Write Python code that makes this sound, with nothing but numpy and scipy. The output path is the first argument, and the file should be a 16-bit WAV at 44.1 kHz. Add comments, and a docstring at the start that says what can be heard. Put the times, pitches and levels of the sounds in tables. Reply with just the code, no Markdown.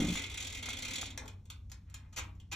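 """In a small room with a faint low hum, a hand winds the clockwork timer of a small benchtop oven.
The casing bumps, the ratchet rattles for a second and the knob settles with a clack.
Then the escapement ticks about four and a half times a second, and the knob is nudged twice with a short rasp.
Contacts are sprays of tiny coloured impacts that ring the sheet-metal casing and the room;
thumps, a thud and pings are fading sine waves, and the hum and the rubbing hand are filtered noise."""
import sys
import numpy as np
from scipy import signal
from scipy.fft import rfft, irfft, next_fast_len
from scipy.io import wavfile

SR = 44100
rng = np.random.default_rng(int(sys.argv[2]) if len(sys.argv) > 2 else 0)


def dump(signal):
    """Clip the signal to [-1, 1] and save it as 16-bit WAV at the path in sys.argv[1]."""
    limited = np.clip(np.atleast_2d(signal).T, -1, 1)
    pcm = np.round(limited * 32767).astype(np.int16)
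    wavfile.write(sys.argv[1], SR, pcm)


N = 112454  # length in samples

# every level_db is relative: gains, filters and the room act on it later
SOFT_FALL_S = 0.0042  # how fast rasps and soft noise bands die away
CHATTER_ROUGH = 0.73  # how unequal their tiny impacts are


def undb(db):
    """Turn decibels into a gain."""
    return 10 ** (np.asarray(db) / 20)


def unit(x):
    """Scale to an rms (average strength) of 1."""
    return x / np.sqrt(np.mean(x ** 2))


def fade(t, t60):
    """A decay of 60 dB in t60 seconds."""
    return np.exp(-np.log(1000) * t / t60)


def seconds_since(start):
    """Time passed since an event, held at zero before it."""
    return np.maximum(np.arange(N) / SR - start, 0)


def across(points, size):
    """Read a (frequency_hz, value) table at every frequency of a transform."""
    p = np.array(points, float)
    freqs = np.fft.rfftfreq(size, 1 / SR)
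    return np.interp(np.log(freqs + 1), np.log(p[:, 0]), p[:, 1])


def colour(x, points):
    """Shape the tone through (frequency_hz, level_db) points with a unit-power filter that never sounds early."""
    size = next_fast_len(2 * N)
    cepstrum = irfft(np.log(unit(undb(across(points, size)))), size)
    # folding the second half onto the first makes the filter minimum-phase
    cepstrum[1:size // 2] *= 2
    cepstrum[size // 2 + 1:] = 0
    tone_filter = np.exp(rfft(cepstrum))
    return irfft(rfft(x, size) * tone_filter, size)[..., :N]


def chatter(rows, fall_s, rough):
    """Contacts (start_s, length_s, level_db): sprays of tiny impacts that build up, hold and die away."""
    power = np.zeros(N)
    for start, length, db in rows:
        age = seconds_since(start)
        rise_s = 0.0004 + 0.12 * length  # longer contacts build up more slowly
        rise = 1 - np.exp(-np.minimum(age / rise_s, 20))
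        fall = np.exp(-np.clip((age - length) / fall_s, 0, 20))
        power += (undb(db) * rise * fall) ** 2
    impacts = rng.choice([-1, 1], N) * np.exp(rough * rng.standard_normal(N))
    return np.sqrt(power) * unit(impacts)


def hum():
    """Low room rumble made of noise, with two faint steady tones and hardly any treble."""
    # colour of the rumble: frequency_hz, level_db
    hum_colour = [(20, -38.5), (35, -1), (58, 1), (78, 2), (95, -1.5), (125, -8.5), (230, -17.5),
                  (400, -35), (1200, -50.5), (15000, -48.5)]
    # steady tones: pitch_hz, level_db
    hum_tones = [(63, -57), (94.5, -53.5)]
    t = np.arange(N) / SR
    tones = 0
    for hz, db in hum_tones:
        tones = tones + undb(db) * unit(np.sin(2 * np.pi * (hz * t + rng.random())))
    soften = signal.butter(2, 8000, fs=SR, output="sos")
    rumble = signal.sosfilt(soften, colour(rng.standard_normal(N), hum_colour))
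    return tones + undb(-52) * unit(rumble)


def rubbing():
    """A hand rubbing on the knob: soft noise that swells and fades."""
    # course of the rubbing: time_s, level_db
    rub_course = [(0, -33.5), (0.33, -60.5), (0.42, -58), (1.03, -54.5), (1.25, -56), (1.4, -80.5),
                  (2.2, -71), (2.55, -77)]
    # colour of the rubbing: frequency_hz, level_db
    rub_colour = [(80, -0.5), (160, -15), (255, 6), (400, -14.5), (900, -18.5), (12000, -48.5)]
    times, levels = np.array(rub_course).T
    strength = undb(np.interp(np.arange(N) / SR, times, levels))
    return strength * colour(rng.standard_normal(N), rub_colour)


def thud():
    """A deep, soft thud as the knob is nudged: one low swing, quickly damped."""
    # the thud: start_s, pitch_hz, t60_s (time to fade 60 dB), level_db
    deep_swing = (2.205, 68, .25, -35)
    start, hz, t60, db = deep_swing
    age = seconds_since(start)
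    onset = 1 - np.exp(-age * hz)
    return undb(db) * onset * fade(age, t60) * np.sin(2 * np.pi * hz * age)


def bumps():
    """Dull handling thumps: each makes low resonances ring, and later ones are softer in tone."""
    # thumps: start_s, level_db
    thumps = [(0.0, -28), (0.020, -24.5), (0.044, -23.5), (0.07, -34), (0.083, -27), (0.099, -23.5),
              (0.117, -31)]
    # low resonances they set ringing: pitch_hz, t60_s (time to fade 60 dB), level_db
    bump_modes = [(180.3, 0.15, 0), (214, 0.085, 2.5), (294.3, 0.16, 0.5), (318, 0.091, -5.5),
                  (524, 0.12, -1.5)]
    dull_db = 80  # loss per octave above the lowest resonance, per second of start time
    rise_s, gain_db = 0.00048, -7
    out = 0
    for start, strength in thumps:
        age = seconds_since(start)
        ring = 0
        for hz, t60, db in bump_modes:
            loss_db = dull_db * start * np.log2(hz / bump_modes[0][0])
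            ring = ring + undb(db - loss_db) * fade(age, t60) * np.sin(2 * np.pi * hz * age)
        out = out + undb(strength + gain_db) * (1 - np.exp(-age / rise_s)) * ring
    # a soft contact keeps the thumps to a low band
    soft_band = signal.butter(2, (80, 416), "band", fs=SR, output="sos")
    return signal.sosfilt(soft_band, out)


def taps():
    """Small dry taps of handling: very short sprays of impacts."""
    # taps: start_s, level_db
    tap_times = [(0.154, -39), (0.684, -39), (1.029, -37.5)]
    # colour of a tap: frequency_hz, level_db
    tap_colour = [(150, -48), (500, -1), (1350, 3), (2000, -5), (12000, -49)]
    rows = [(start, 0, db) for start, db in tap_times]
    return colour(chatter(rows, fall_s=0.0036, rough=0.46), tap_colour)


def wash_and_rustles():
    """Soft low-mid room wash lingering after the clack, then two faint rustles: bands of noise."""
    # the wash and the two rustles: start_s, length_s, level_db, centre_hz
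    noise_bands = [(1.194, 0.069, -64.5, 780), (1.855, 0.16, -79, 1750), (2.02, 0.044, -78, 1400)]
    out = 0
    for start, length, db, hz in noise_bands:
        # about an octave and a half wide
        band = signal.butter(2, (hz / 2, hz * 1.5), "band", fs=SR, output="sos")
        soft_noise = signal.sosfilt(band, chatter([(start, length, db)], SOFT_FALL_S, CHATTER_ROUGH))
        out = out + np.sqrt(SR / 2 / hz) * soft_noise  # makes up for the power the band removes
    return out


def knob():
    """The knob rasps against its friction clutch, and its plastic clacks into place after the turn."""
    # nudges against the clutch: start_s, length_s, level_db
    nudges = [(2.125, 0.013, -59.5), (2.164, 0.029, -40), (2.514, 0.016, -42.5), (2.526, 0.011, -43)]
    # clack at the end of the turn: start_s, level_db
    knocks = [(1.176, -29.5)]
    # colour of a rasp: frequency_hz, level_db
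    nudge_colour = [(250, -4), (600, -10), (1050, -0.5), (1750, -5.5), (2300, 2), (4700, -4.5), (7000, 2.5),
                    (9500, -10.5), (13500, -8), (15500, -41)]
    # colour of the clack: frequency_hz, level_db
    knock_colour = [(850, -3), (1400, -2.5), (2250, 6.5), (2850, -8), (3450, 4), (4600, -8), (6000, 9),
                    (8500, 2), (11000, -14), (13300, -4), (15500, -40)]
    rasps = undb(-1.5) * colour(chatter(nudges, SOFT_FALL_S, CHATTER_ROUGH), nudge_colour)
    rows = [(start, 0, db) for start, db in knocks]
    clack = colour(chatter(rows, fall_s=0.0028, rough=0.49), knock_colour)
    return rasps + clack


def ratchet():
    """The pawl snaps off each tooth with a short bright rattle and scrapes on, duller, up the next."""
    # teeth slipping while the knob is wound: start_s, level_db
    teeth = [(0.001, -37.5), (0.021, -41.5), (0.045, -42.5), (0.069, -42.5), (0.084, -39), (0.102, -41),
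             (0.123, -41), (0.135, -40), (0.153, -38), (0.170, -37), (0.19, -42), (0.218, -43),
             (0.236, -41.5), (0.261, -48), (0.297, -45), (0.314, -46), (0.34, -42.5), (0.3725, -39),
             (0.402, -40), (0.423, -43.5), (0.445, -42.5), (0.468, -42), (0.499, -46), (0.523, -44),
             (0.547, -42.5), (0.571, -44.5), (0.588, -49), (0.625, -40), (0.656, -40), (0.686, -39),
             (0.701, -40.5), (0.729, -41), (0.767, -43), (0.786, -42), (0.821, -39), (0.848, -39),
             (0.88, -39.5), (0.907, -39.5), (0.933, -39.5), (0.955, -38.5), (0.979, -40), (1.011, -39),
             (1.034, -48.5), (1.056, -44.5), (1.102, -50)]
    # colour of a tooth: frequency_hz, level_db
    tooth_colour = [(200, -16), (1000, -16), (1830, -14.5), (2130, -1), (2850, -6.5), (3500, -1.5),
                    (4750, -9), (5800, -6.5), (7500, -4.5), (10500, -13.5), (13000, -18), (15500, -30.5)]
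    hold_s, split_hz = 0.006, 3400  # contact length; where scrape and snap part
    # each tooth has its own balance of bright snap and dull scrape
    tilt_db = 1.5 * rng.standard_normal(len(teeth))

    def part(kind, tilts, fall_s):
        rows = [(start, hold_s, db + change) for (start, db), change in zip(teeth, tilts)]
        split = signal.butter(2, split_hz, kind, fs=SR, output="sos")
        return signal.sosfilt(split, chatter(rows, fall_s, rough=0.55))

    snap = part("high", tilt_db, fall_s=0.0055)
    scrape = part("low", -tilt_db, fall_s=0.011)
    return colour(undb(-1) * snap + undb(-3) * scrape, tooth_colour)


def escapement():
    """Small bright metal clicks as the pallet unlocks and drops, each with a brief ping of its own pitch."""
    # light unlockings and loud drops: start_s, level_db, pitch_hz of the ping
    ticks = [(1.2568, -51, 7550), (1.2785, -43, 3350), (1.455, -58, 8340), (1.501, -38.5, 3520),
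             (1.698, -57, 6900), (1.7168, -42.5, 5100), (1.8989, -57, 8100), (1.9419, -39, 6820),
             (2.162, -39.5, 6700), (2.352, -68.5, 7040), (2.4, -55.5, 3190)]
    # colour of a click: frequency_hz, level_db
    tick_colour = [(400, -30), (1050, -8), (1700, -12), (2700, -6.5), (3470, -5), (4600, -8), (7600, -0.5),
                   (10000, -11), (13000, -7.5), (15500, -35)]
    ping_t60_s, ping_db = 0.014, -6.5
    pings = 0
    for start, db, hz in ticks:
        age = seconds_since(start)
        pings = pings + undb(db + ping_db) * fade(age, ping_t60_s) * np.sin(2 * np.pi * hz * age)
    rows = [(start, 0, db) for start, db, _ in ticks]
    clicks = colour(chatter(rows, fall_s=0.0044, rough=0.52), tick_colour)
    return pings + undb(-2) * clicks


def response():
    """What one impact becomes at two microphones: direct click, casing ring, near reflections, room tail."""
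    # ringing of the casing and clock frame: pitch_hz, t60_s (time to fade 60 dB), level_db
    casing_modes = [(520, .16, 2), (786, .2, -4), (2085, .2, -5), (2155, .2, -3), (2285, .22, -3),
                    (2425, .2, 0), (2482, .2, -2), (2590, .2, -5), (3037, .18, -5), (3420, .11, 0),
                    (3660, .12, -2), (5910, .12, -3), (6690, .12, -2), (6830, .12, -4)]
    # room tail: frequency_hz, t60_s, level_db
    room_bands = [(198, 0.88, 8), (990, 0.35, 7.5), (2200, 0.28, 6.5), (5660, 0.16, 0.5),
                  (12800, 0.51, -18)]
    # share of the reflections that differs between the microphones: frequency_hz, share (0-1)
    room_width = [(250, 0.09), (700, 0.34), (3000, 0.22)]
    size = SR // 2
    t = np.arange(size) / SR
    width = np.clip(across(room_width, size), 0, 1)

    def energy_one(v):
        return unit(v) / np.sqrt(size)

    def diffuse():
        mid, side = rfft(rng.standard_normal((2, size)))
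        return mid * np.sqrt(1 - width) + side * np.sqrt(width) * np.array([[1], [-1]])

    tail, field = 0, diffuse()
    for k, (_, t60, db) in enumerate(room_bands):
        # this band is 1 at its own frequency and slopes to 0 at its neighbours
        band = across([(row[0], float(j == k)) for j, row in enumerate(room_bands)], size)
        tail = tail + undb(db) * irfft(field * band, size) * energy_one(fade(t, t60))
    early = irfft(diffuse(), size) * fade(t, 0.14)
    ring = 0
    for hz, t60, db in casing_modes:
        phase = rng.uniform(-1, 1, (2, 1))
        ring = ring + undb(db) * fade(t, t60) * np.cos(2 * np.pi * hz * t + phase)
    out = tail + undb(-9.5) * energy_one(early) + undb(-8) * energy_one(ring)
    out[:, 0] += 1  # the direct click
    return out


def scene():
    """Clockwork and knob sound through casing and room, over the handling, the thud and the hum."""
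    contacts = ratchet() + escapement() + knob() + wash_and_rustles()
    in_room = signal.fftconvolve(contacts[None], response(), axes=1)[:, :N]
    handling = bumps() + taps() + rubbing()
    return in_room + handling + thud() + hum()


def record(dry):
    """Two microphone ports differ in phase and level, and the highest treble is cut."""
    # left lead between the ports: frequency_hz, phase_radians
    port_phase = [(2300, 0), (2950, 1.5), (3400, -.3), (4300, .7), (4800, 2.7), (5200, 6.1), (9200, 9.2),
                  (11200, 9.6), (14200, 12.5)]
    # left level over right: frequency_hz, level_db
    port_balance = [(330, 0.5), (600, 3), (1000, 6), (1800, 0), (3000, -0.5), (3700, -2.5), (5000, 0)]
    size = next_fast_len(2 * N)
    sides = np.array([[.5], [-.5]])  # half of each difference goes to each side
    gains = undb(sides * across(port_balance, size))
    turns = np.exp(1j * sides * across(port_phase, size))
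    heard = irfft(rfft(dry, size) * gains * turns, size)[:, :N]
    top_cut = signal.ellip(10, .2, 70, 15900, fs=SR, output="sos")
    return signal.sosfilt(top_cut, heard)


dry = scene()
out = record(dry)
dump(out)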